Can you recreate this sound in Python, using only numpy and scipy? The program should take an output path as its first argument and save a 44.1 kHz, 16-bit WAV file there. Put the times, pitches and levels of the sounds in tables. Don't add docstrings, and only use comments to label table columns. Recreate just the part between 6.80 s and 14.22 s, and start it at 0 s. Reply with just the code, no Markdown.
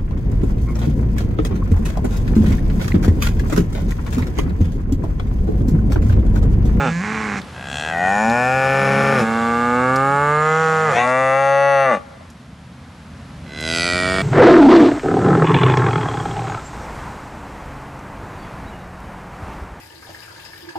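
import sys
import numpy as np
from scipy import signal
from scipy.fft import rfft, irfft
from scipy.io import wavfile
from scipy.ndimage import uniform_filter1d

SR = 44100
rng = np.random.default_rng(int(sys.argv[2]) if len(sys.argv) > 2 else 0)


def to_wav(sig):
    pcm = np.clip(np.atleast_2d(sig), -1, 1) * 32767
    pcm = np.round(pcm).astype(np.int16)
    wavfile.write(sys.argv[1], SR, pcm.T)


N = 327222
TIME = np.arange(N) / SR

CRACK_S, CHEST_DEPTH_DB = 0.068, 20.5
NASAL_HZ, NASAL_WIDTH_HZ = 230, 8.9
RELEASE_DB, MOUTH_RELEASE_BEND, CHEST_RELEASE_BEND = 40, 3.25, 10.2
CLOSING_CHEST_DB, CLOSING_RASP_DB = -1, 15.5
TIRING_DB, TIRING_S = 1, 0.19
SLACK_ROUGHNESS, SLACK_S = .32, .08
ALTERNATE_ABOVE, ALTERNATE_SHARE = .1, .75

# release_s, fall_octaves_per_s, pan_db,
# mouth_db, chest_db, rasp_db (held levels), depth_db, rise_s, chest_rise_s, bend, grow_db_per_s, nasal_db,
# creak_at_s, creak_s, creak_db, crack_db, strain_at_s, strain_s, strain_chest_db,
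# clean (basic roughness, 0-1), creaky, cracked, strained (roughness added in those stages)
LAST_GASP = dict(pitch=[(0, 141), (.04, 138)],
             release_s=.095, fall_octaves_per_s=5, pan_db=-3.8, mouth_db=-21, depth_db=0, rise_s=.03, chest_db=-27, chest_rise_s=.06, rasp_db=-38, clean=.13)
GRUMBLE = dict(pitch=[(0, 148.4), (.08, 165.6), (.12, 166.4), (.2, 176.5), (.24, 206.6), (.33, 219),
           (.41, 218), (.5, 205.5), (.56, 202.5)],
           release_s=.06, fall_octaves_per_s=2.8, pan_db=-4.2, mouth_db=-28, depth_db=3, rise_s=.35, chest_db=-26.5, chest_rise_s=.01, rasp_db=-48, strain_at_s=.22, strain_s=.04, strain_chest_db=-4, clean=.11, strained=.55)
LONG_MOO = dict(pitch=[(0.73, 59.8), (0.978, 73.9), (1.178, 86.1), (1.278, 95.5), (1.482, 114.2),
            (1.574, 122.0), (1.75, 131.7), (1.978, 135.7), (2.3, 136.8), (2.36, 133.1)],
            release_s=.105, fall_octaves_per_s=3.4, pan_db=2.3, mouth_db=-19.5, depth_db=22, rise_s=.53, chest_db=-28.5, chest_rise_s=.68, nasal_db=7, rasp_db=-34.5, creak_at_s=.96, creak_s=.11, creak_db=14, crack_db=1.5, strain_at_s=1.95, strain_s=.3, strain_chest_db=4, clean=.05, cracked=.07, strained=.17)
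RISING_MOO = dict(pitch=[(1.78, 86.9), (2.0, 98.1)] + [(2.2, 106.4), (2.346, 109.8), (2.894, 121.0),
              (3.104, 129.3), (3.216, 135.4), (3.674, 155.9), (3.804, 160.0), (4.046, 157.9),
              (4.09, 150.4)],
              release_s=.11, fall_octaves_per_s=6.5, pan_db=-1.7, mouth_db=-15.8, depth_db=18, rise_s=1.6, bend=2.1, chest_db=-26.5, chest_rise_s=.4, nasal_db=1.5, rasp_db=-41, creak_at_s=2.4, creak_s=.35, creak_db=5, clean=.05, creaky=.07)
BELLOW = dict(pitch=[(3.6, 74.4), (3.9, 95.1)] + [(4.18, 119.6), (4.3, 126.8), (4.404, 131.6),
          (4.504, 132.7), (4.604, 136.6), (4.878, 139.5), (5.05, 135.5), (5.1, 127.3)],
          release_s=.1, fall_octaves_per_s=7, pan_db=2.7, mouth_db=-16.8, depth_db=26, rise_s=.56, bend=.33, grow_db_per_s=4, chest_db=-32.5, chest_rise_s=.6, rasp_db=-39.5, creak_at_s=3.75, creak_s=.3, creak_db=22, crack_db=2.5, clean=.018, creaky=.03, cracked=.17)
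CREAKY_MOO = dict(pitch=[(6.62, 66.3), (6.738, 73.8), (6.852, 80.0), (6.952, 84.0), (7.168, 90.0),
              (7.42, 95.7)] + [(7.7, 98)],
              release_s=.1, fall_octaves_per_s=5, pan_db=-2, mouth_db=-18.5, depth_db=36, rise_s=.75, bend=4.2, chest_db=-29, chest_rise_s=.3, rasp_db=-31, creak_at_s=6.95, creak_s=.22, creak_db=11, strain_at_s=7.32, strain_s=.25, strain_chest_db=4, clean=.09, strained=.26)

# centre_hz, width_hz, level_db
GASP = [(198, 65, 19), (490, 220, 1.5), (816, 116, 3.5), (1360, 270, 2), (2474, 420, -7), (3540, 150, -21),
        (5770, 790, -35), (7860, 427, -34)]
HUM = [(168, 49, 13.5), (485, 192, -23), (760, 210, -27), (1080, 110, -16), (1680, 210, -13.5),
       (2210, 792, -20.5), (4370, 1411, -27), (6740, 2400, -18)]
GROWL = [(197, 190, 0), (445, 96, -5.5), (810, 145, -4), (1086, 200, -4.5), (1560, 880, -5.5),
         (2190, 740, -5.5), (4121, 1100, -19), (6630, 3300, -13)]
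LONG_CREAK = [(108, 160, -6), (491, 210, -12), (734, 240, -1), (1430, 330, -7), (1624, 116, 4.5),
              (1950, 200, -5), (2600, 260, -1), (3300, 270, -8), (4100, 540, -21), (5800, 1232, -27),
              (6860, 550, -26), (7650, 1900, -26)]
LONG_OPENING = [(147, 58, -3), (523, 370, -11.5), (736, 142, 10), (1180, 230, -10.5), (1480, 130, 2),
                (1887, 120, 11), (2455, 99, -3.5), (2960, 540, -29), (4243, 520, -45), (5516, 980, -48),
                (6715, 950, -38), (8277, 1900, -47)]
LONG_WIDE = [(201, 32, 6), (605, 240, -8), (812, 86, 2), (900, 460, -10.5), (1474, 81, -5.5),
             (1756, 154, -6.5), (2390, 190, -8.5), (3050, 400, -40), (4320, 905, -55), (5500, 760, -39),
             (6950, 700, -35), (8900, 3700, -51)]
LONG_HELD = [(189, 43, 2), (552, 140, -3), (770, 120, 1), (1204, 220, -12), (1432, 175, -3),
             (1752, 110, -1), (2440, 280, -4), (2930, 2100, -64.5), (4456, 610, -49), (5150, 670, -33),
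             (7150, 2300, -38), (9800, 9200, -51)]
LONG_PRESSED = [(178, 62, -3.5), (514, 193, -3.5), (795, 230, -9), (1163, 82, -4.5), (1428, 160, -4.5),
                (1785, 130, -6.5), (2340, 405, -9), (2989, 597, -47), (4320, 888, -54), (5300, 710, -34),
                (6700, 1200, -41.5), (9604, 1900, -45.5)]
RISING_NASAL = [(209, 86, 14), (496, 99, 4), (807, 205, 1), (1181, 77, 7), (1485, 350, -1.5),
                (1680, 66, -2.5), (2160, 310, -7), (2720, 100, -9), (3420, 600, -27.5), (5120, 1000, -48),
                (7400, 1700, -31.5), (7457, 470, -42)]
RISING_OPENING = [(185, 36, 12.5), (493, 280, -18), (846, 65, -13), (1207, 166, -13.5), (1406, 150, -19.5),
                  (1666, 220, -22), (2206, 180, -27), (2700, 340, -39), (3900, 1000, -61), (5900, 510, -83),
                  (7180, 930, -53.5), (9000, 3900, -61)]
RISING_OPEN = [(154, 39, -5), (500, 97, -4), (833, 160, -10.5), (1220, 210, -7.5), (1450, 99, -10),
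               (1660, 220, -14.5), (1992, 126, -13.5), (2540, 880, -28), (4170, 1100, -41),
               (5865, 6700, -43), (7140, 550, -31.5), (9200, 450, -46)]
BELLOW_ONSET = [(180, 290, -15), (520, 69, -8.5), (760, 160, -3.5), (1084, 29, -3.5), (1320, 610, -21),
                (1620, 110, -13.5), (1986, 100, -5.5), (2340, 280, -12), (2710, 185, -10), (3630, 580, -25),
                (4811, 800, -57), (6600, 1200, -31), (8900, 1500, -40)]
BELLOW_OPEN = [(197, 46, -4), (578, 70, -7.5), (835, 56, -10.5), (1158, 190, -20.5), (1374, 86, -21),
               (1640, 157, -27.5), (1966, 300, -24.5), (2340, 110, -27.5), (2685, 123, -29.5),
               (3520, 250, -46), (4700, 1800, -62), (6760, 2400, -55), (9174, 3400, -57.5)]
BELLOW_ROUND = [(165, 58, -4.5), (600.7, 61, 8), (834, 57, -7), (1162, 102, -7), (1368, 180, -13),
                (1700, 144, -14), (1960, 137, -11), (2270, 110, -17.5), (2675, 163, -15.5),
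                (3450, 810, -37), (4420, 320, -37), (6050, 470, -35), (9800, 2200, -44.5)]
BELLOW_CLOSING = [(211, 85, 12), (573, 145, 8), (820, 115, 3), (1168, 81, 9.5), (1450, 140, -2),
                  (1770, 160, -0.5), (2015, 100, 3), (2380, 270, -9), (2780, 130, -17), (3650, 210, -32),
                  (4400, 740, -45), (6300, 940, -42), (8600, 2200, -46)]
CREAK_ONSET = [(132, 82, -16), (300, 630, -4.5), (650, 43, -2.5), (1534, 126, -1), (2034, 105, 3.5),
               (2620, 540, -7.5), (3330, 300, -7), (4010, 120, -0.5), (5060, 760, -15), (6350, 710, -19),
               (7840, 1700, -23), (10556, 1500, -30)]
CREAK_BRIGHT = [(141, 156, -56), (275, 760, -9.5), (644, 110, -4), (1410, 200, -3), (1966, 55, 5.5),
                (2400, 250, 2.5), (3130, 720, -15.5), (3840, 190, -17), (4500, 820, -12),
                (6070, 210, -16.5), (7760, 870, -22.5), (9670, 824, -25.5)]
CREAK_FULL = [(154, 77, -4), (288, 520, -11.5), (650, 56, -7.5), (1375, 440, -13.5), (1860, 67, -5.5),
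              (2270, 81, -6.5), (2820, 1000, -22), (3370, 420, -22), (4680, 1000, -24), (6156, 711, -42),
              (7100, 1000, -32), (8640, 1300, -30)]

# delay_s, level_db
ECHOES = [(.045, -19.5), (.11, -47), (.2, -36), (0.288, -31.5)]
# start_s, peak_db, centre_hz
TICKS = [(0.616, -29, 3360), (1.498, -22, 3700), (2.432, -58, 6500), (3.159, -19, 4840),
         (5.501, -38.5, 5900), (6.807, -27, 6360)]
# multiple of the firing rate, level_db (before the engine's level)
ENGINE_ORDERS = [(3, -59), (4, -61), (5, -48), (6, -79), (7, -58), (8, -73), (9, -88), (10, -49.5)]
FIRING_HZ = 24.6
# frequency_hz, level_db (per Hz)
AIR_SPECTRUM = [(15, -62), (25, -38), (80, -1.5), (109, -13.5), (142, -5), (190, -9), (260, -12),
                (321, -21), (407, -22), (530, -20), (1300, -22), (2860, -30.5), (3820, -32.5), (11500, -46),
                (13500, -76)]
# time_s, gain_db
RUMBLE_GAIN = [(0, 4), (2.4, 2.5), (3.4, 2), (5.1, -13), (5.25, -1), (6.3, 3.5), (7.42, 10.5)]
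# time_s, gain_db
HISS_GAIN = [(0, 3.5), (.7, 5.5), (2.4, 12), (5.2, -0.5), (5.7, -3), (7.42, 5)]
CUTOFF_HZ = 13000


def herd():
    gasp = [(0, GASP)]
    grumble = [(.19, HUM), (.25, GROWL)]
    long = [(1.09, LONG_CREAK), (1.16, LONG_OPENING), (1.23, LONG_OPENING), (1.42, LONG_WIDE),
            (1.72, LONG_HELD), (2.1, LONG_PRESSED)]
    rising = [(2.7, RISING_NASAL), (3.3, RISING_OPENING), (3.85, RISING_OPEN)]
    bellow = [(4.14, narrowed(BELLOW_ONSET, ratio=0.893)), (4.2, BELLOW_ONSET), (4.27, BELLOW_OPEN),
              (4.85, BELLOW_ROUND), (5.04, BELLOW_ROUND), (5.12, BELLOW_CLOSING)]
    creak = [(6.8, CREAK_ONSET), (7.03, CREAK_BRIGHT), (7.34, CREAK_FULL)]
    calls = moo(effort(**LAST_GASP), gasp, turbulence_hz=2490, puff_s=0.012, top_hz=8900,
                swell_s=0.00084, level_db=2.5)
    calls += moo(effort(**GRUMBLE), grumble, turbulence_hz=2510, puff_s=0.011, top_hz=9100,
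                 swell_s=0.0061, level_db=2.5)
    calls += moo(effort(**LONG_MOO), long, turbulence_hz=1970, puff_s=0.007, top_hz=12800,
                 swell_s=0.032, level_db=2.33)
    calls += moo(effort(**RISING_MOO), rising, turbulence_hz=1770, puff_s=0.0039, top_hz=11400,
                 swell_s=0.022, level_db=-0.1)
    calls += moo(effort(**BELLOW), bellow, turbulence_hz=1970, puff_s=0.027, top_hz=9700,
                 swell_s=0.02, level_db=0.34)
    calls += moo(effort(**CREAKY_MOO), creak, turbulence_hz=2920, puff_s=0.018, top_hz=12600,
                 swell_s=0.046, level_db=-1.06)
    return calls


def moo(curve, shapes, turbulence_hz, puff_s, top_hz, swell_s, level_db, fade_s=0.015):
    start, end = curve[0][0], curve[-1][0]
    span = slice(max(0, int(start * SR)), int((end + 2 * fade_s) * SR))
    t = TIME[span]
    voice = cut(larynx(curve, shapes, turbulence_hz, puff_s)[span], top_hz, "low", order=10)
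    mouth_db, chest_db, rasp_db, pan_db = read(curve, t)[1:-1]
    low = cut(cut(voice, 330, "low"), 330, "low")
    high = cut(cut(voice, 330, "high"), 330, "high")
    middle = cut(cut(high, 3000, "low"), 3000, "low")
    top = cut(high, 3000, "high", order=6)
    sound = place(even(middle) * from_db(mouth_db) + even(top) * from_db(rasp_db), pan_db)
    sound += even(cut(low, 77, "high", order=3)) * from_db(chest_db)
    gate = ramp(t, start, swell_s) * np.clip((end - t) / fade_s + 1, 0, 1)
    out = np.zeros((2, N))
    out[:, span] = sound * gate * from_db(level_db)
    return out


def larynx(curve, shapes, turbulence_hz, puff_s, size=4096):
    t = TIME[(TIME >= curve[0][0]) & (TIME <= curve[-1][0])]
    pitch_hz = read(curve, t)[0] * (1 + .0007 * drift(30, t))
    cycles = np.cumsum(pitch_hz) / SR
    times = np.interp(np.arange(int(cycles[-1]) + 1), cycles, t)
    rough = read(curve, times)[-1]
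    chance = rng.standard_normal((len(times), size))
    alternate = ALTERNATE_SHARE * np.maximum(rough - ALTERNATE_ABOVE, 0)
    strength = 1 + .55 * rough * chance[:, -1] + alternate * (-1) ** np.arange(len(times))
    at = np.maximum(times + .0002 * rough * chance[:, -2], 0) * SR
    hz, age = np.fft.rfftfreq(size, 1 / SR), np.arange(size) / SR
    decay = np.exp(-age / puff_s) * np.clip(2 - 3 * age / age[-1], 0, 1)
    puff = rfft(chance * decay / np.linalg.norm(decay))
    share = rough[:, None] * (np.sqrt(hz / (hz + 400)) + (hz / turbulence_hz) ** 3)
    source = (strength[:, None] + share * puff) / np.sqrt(1 + share ** 2)
    part_sample_delay = np.exp(-2j * np.pi * hz / SR * (at % 1)[:, None])
    rings = irfft(source * throat(shapes, times, size) * part_sample_delay)
    out = np.zeros(N + 2 * size)
    for start, ring in zip(at.astype(int), rings):
        out[start:start + size] += ring
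    return out[:N]


def throat(shapes, times, size):
    tables = np.array([table for s, table in shapes], float)
    shape_times = [s for s, table in shapes]
    blend = np.array([np.interp(times, shape_times, one) for one in np.eye(len(shapes))]).T
    centres = np.exp(blend @ np.log(tables[..., 0]))
    widths = np.exp(blend @ np.log(tables[..., 1]))
    gains = from_db(blend @ tables[..., 2])
    hz = np.fft.rfftfreq(size, 1 / SR)
    power = 0
    for centre, width, gain in zip(centres.T, widths.T, gains.T):
        detuning = 2 * (hz - centre[:, None]) / width[:, None]
        power = power + (gain[:, None] / (1 + detuning ** 2)) ** 2
    cepstrum = irfft(.5 * np.log(power + 1e-14))
    cepstrum[:, 1:size // 2] *= 2
    cepstrum[:, size // 2 + 1:] = 0
    return np.exp(rfft(cepstrum))


def narrowed(shape, ratio):
    return [(hz * ratio, width, db) for hz, width, db in shape]


def effort(pitch, release_s, fall_octaves_per_s, pan_db, mouth_db, depth_db, rise_s, chest_db, chest_rise_s,
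           rasp_db, clean, bend=1, grow_db_per_s=0, nasal_db=0, creak_at_s=0, creak_s=1, creak_db=0, creaky=0,
           crack_db=0, cracked=0, strain_at_s=0, strain_s=1, strain_chest_db=0, strained=0):
    start, let_go = pitch[0][0], pitch[-1][0]
    t = np.arange(start, let_go + release_s, .002)
    rise, release = ramp(t, start, rise_s), ramp(t, let_go, release_s)
    creak, crack = bell(t, creak_at_s, creak_s), bell(t, start + rise_s, CRACK_S)
    strain = ramp(t, strain_at_s - strain_s / 2, strain_s)
    hz = read(pitch, t)[0] * 2 ** (-fall_octaves_per_s * release_s * release)
    push = -depth_db * (1 - rise) ** bend
    push += grow_db_per_s * np.maximum(t - start - rise_s, 0) + crack_db * crack
    push -= TIRING_DB * ramp(t, let_go - TIRING_S, TIRING_S)
    push -= RELEASE_DB * release ** MOUTH_RELEASE_BEND
    rasp = rasp_db + push + creak_db * creak + crack_db * crack + CLOSING_RASP_DB * release
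    chest = chest_db - CHEST_DEPTH_DB * (1 - ramp(t, start, chest_rise_s)) + strain_chest_db * strain
    chest += nasal_db * bell(2 * hz, NASAL_HZ, NASAL_WIDTH_HZ)
    chest += CLOSING_CHEST_DB * np.sin(np.pi * release) - RELEASE_DB * release ** CHEST_RELEASE_BEND
    rough = clean + creaky * creak + cracked * crack + strained * strain
    rough = np.maximum(rough, SLACK_ROUGHNESS * ramp(t, let_go - SLACK_S / 2, SLACK_S))
    return np.column_stack([t, hz, mouth_db + push, chest, rasp, np.full(len(t), pan_db), rough])


def yard(x, smear_s=0.022, dull_hz=2200):
    age = TIME[:SR // 2]
    shape = sum(from_db(db) * (age >= delay) * np.exp(-np.abs(age - delay) / smear_s) for delay, db in ECHOES)
    response = rng.standard_normal((2, len(age))) * shape / np.sqrt(smear_s * SR / 2)
    return signal.fftconvolve(x, cut(response, dull_hz, "low"), axes=1)[:, :N]


def straw(decay_s=0.0068):
    out = np.zeros(N)
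    age = TIME[:SR // 20]
    for start_s, peak_db, hz in TICKS:
        burst = rng.standard_normal(len(age)) * np.exp(-age / decay_s)
        snap = cut(burst, [hz / 1.07, hz * 1.26], "band", order=1)
        out[int(start_s * SR):][:len(age)] += from_db(peak_db) * snap / np.abs(snap).max()
    return out


def engine(level_db=-8.0, waver=0.01233):
    turn = 2 * np.pi * np.cumsum(FIRING_HZ * (1 + waver * drift(7.0, TIME))) / SR
    orders = np.zeros(N)
    for multiple, db in ENGINE_ORDERS:
        flutter = from_db(db + 3 * drift(8, TIME))
        orders += flutter * np.sin(round(multiple) * turn + rng.uniform(0, 1))
    return np.sqrt(2) * from_db(level_db) * orders


def air(level_db=-40.0, width=0.3, wide_hz=700):
    hz = np.fft.rfftfreq(N, 1 / SR)
    points_hz, db = np.transpose(AIR_SPECTRUM)
    colour = from_db(np.interp(np.log(hz + 1), np.log(points_hz), db))
    mid, side = rms_one(irfft(rfft(rng.standard_normal((2, N))) * colour, N))
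    stereo = mid + width * cut(side, wide_hz, "high") * np.array([[1], [-1]])
    return from_db(level_db) * stereo


def from_db(db):
    return 10 ** (np.asarray(db) / 20)


def rms_one(x):
    return x / np.sqrt(np.mean(x ** 2) + 1e-20)


def read(rows, t):
    s, *columns = np.transpose(rows)
    return [np.interp(t, s, c) for c in columns]


def cut(x, hz, kind, order=2):
    return signal.sosfilt(signal.butter(order, hz, kind, fs=SR, output="sos"), x)


def drift(rate, t):
    return np.interp(t * rate, np.arange(4096), rng.standard_normal(4096))


def place(x, pan_db):
    return x * from_db(np.array([[.5], [-.5]]) * pan_db)


def even(x, window_s=0.03):
    size = int(window_s * SR)
    slow_power = uniform_filter1d(uniform_filter1d(x * x, size), size)
    return x / np.sqrt(np.abs(slow_power) + 1e-14)


def bell(x, centre, width):
    return np.exp(-((x - centre) / width) ** 2)


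def ramp(t, start, length):
    return np.clip((t - start) / length, 0, 1)


def scene(rumble_hz=300):
    calls, outdoors = herd(), air()
    rumble = cut(outdoors, rumble_hz, "low", order=3) + engine()
    hiss = cut(outdoors, rumble_hz, "high", order=3)
    background = rumble * from_db(read(RUMBLE_GAIN, TIME)[0]) + hiss * from_db(read(HISS_GAIN, TIME)[0])
    return calls + yard(calls) + straw() + background


def record(dry):
    return signal.sosfilt(signal.ellip(8, .2, 80, CUTOFF_HZ, fs=SR, output="sos"), dry)


dry = scene()
out = record(dry)
to_wav(out)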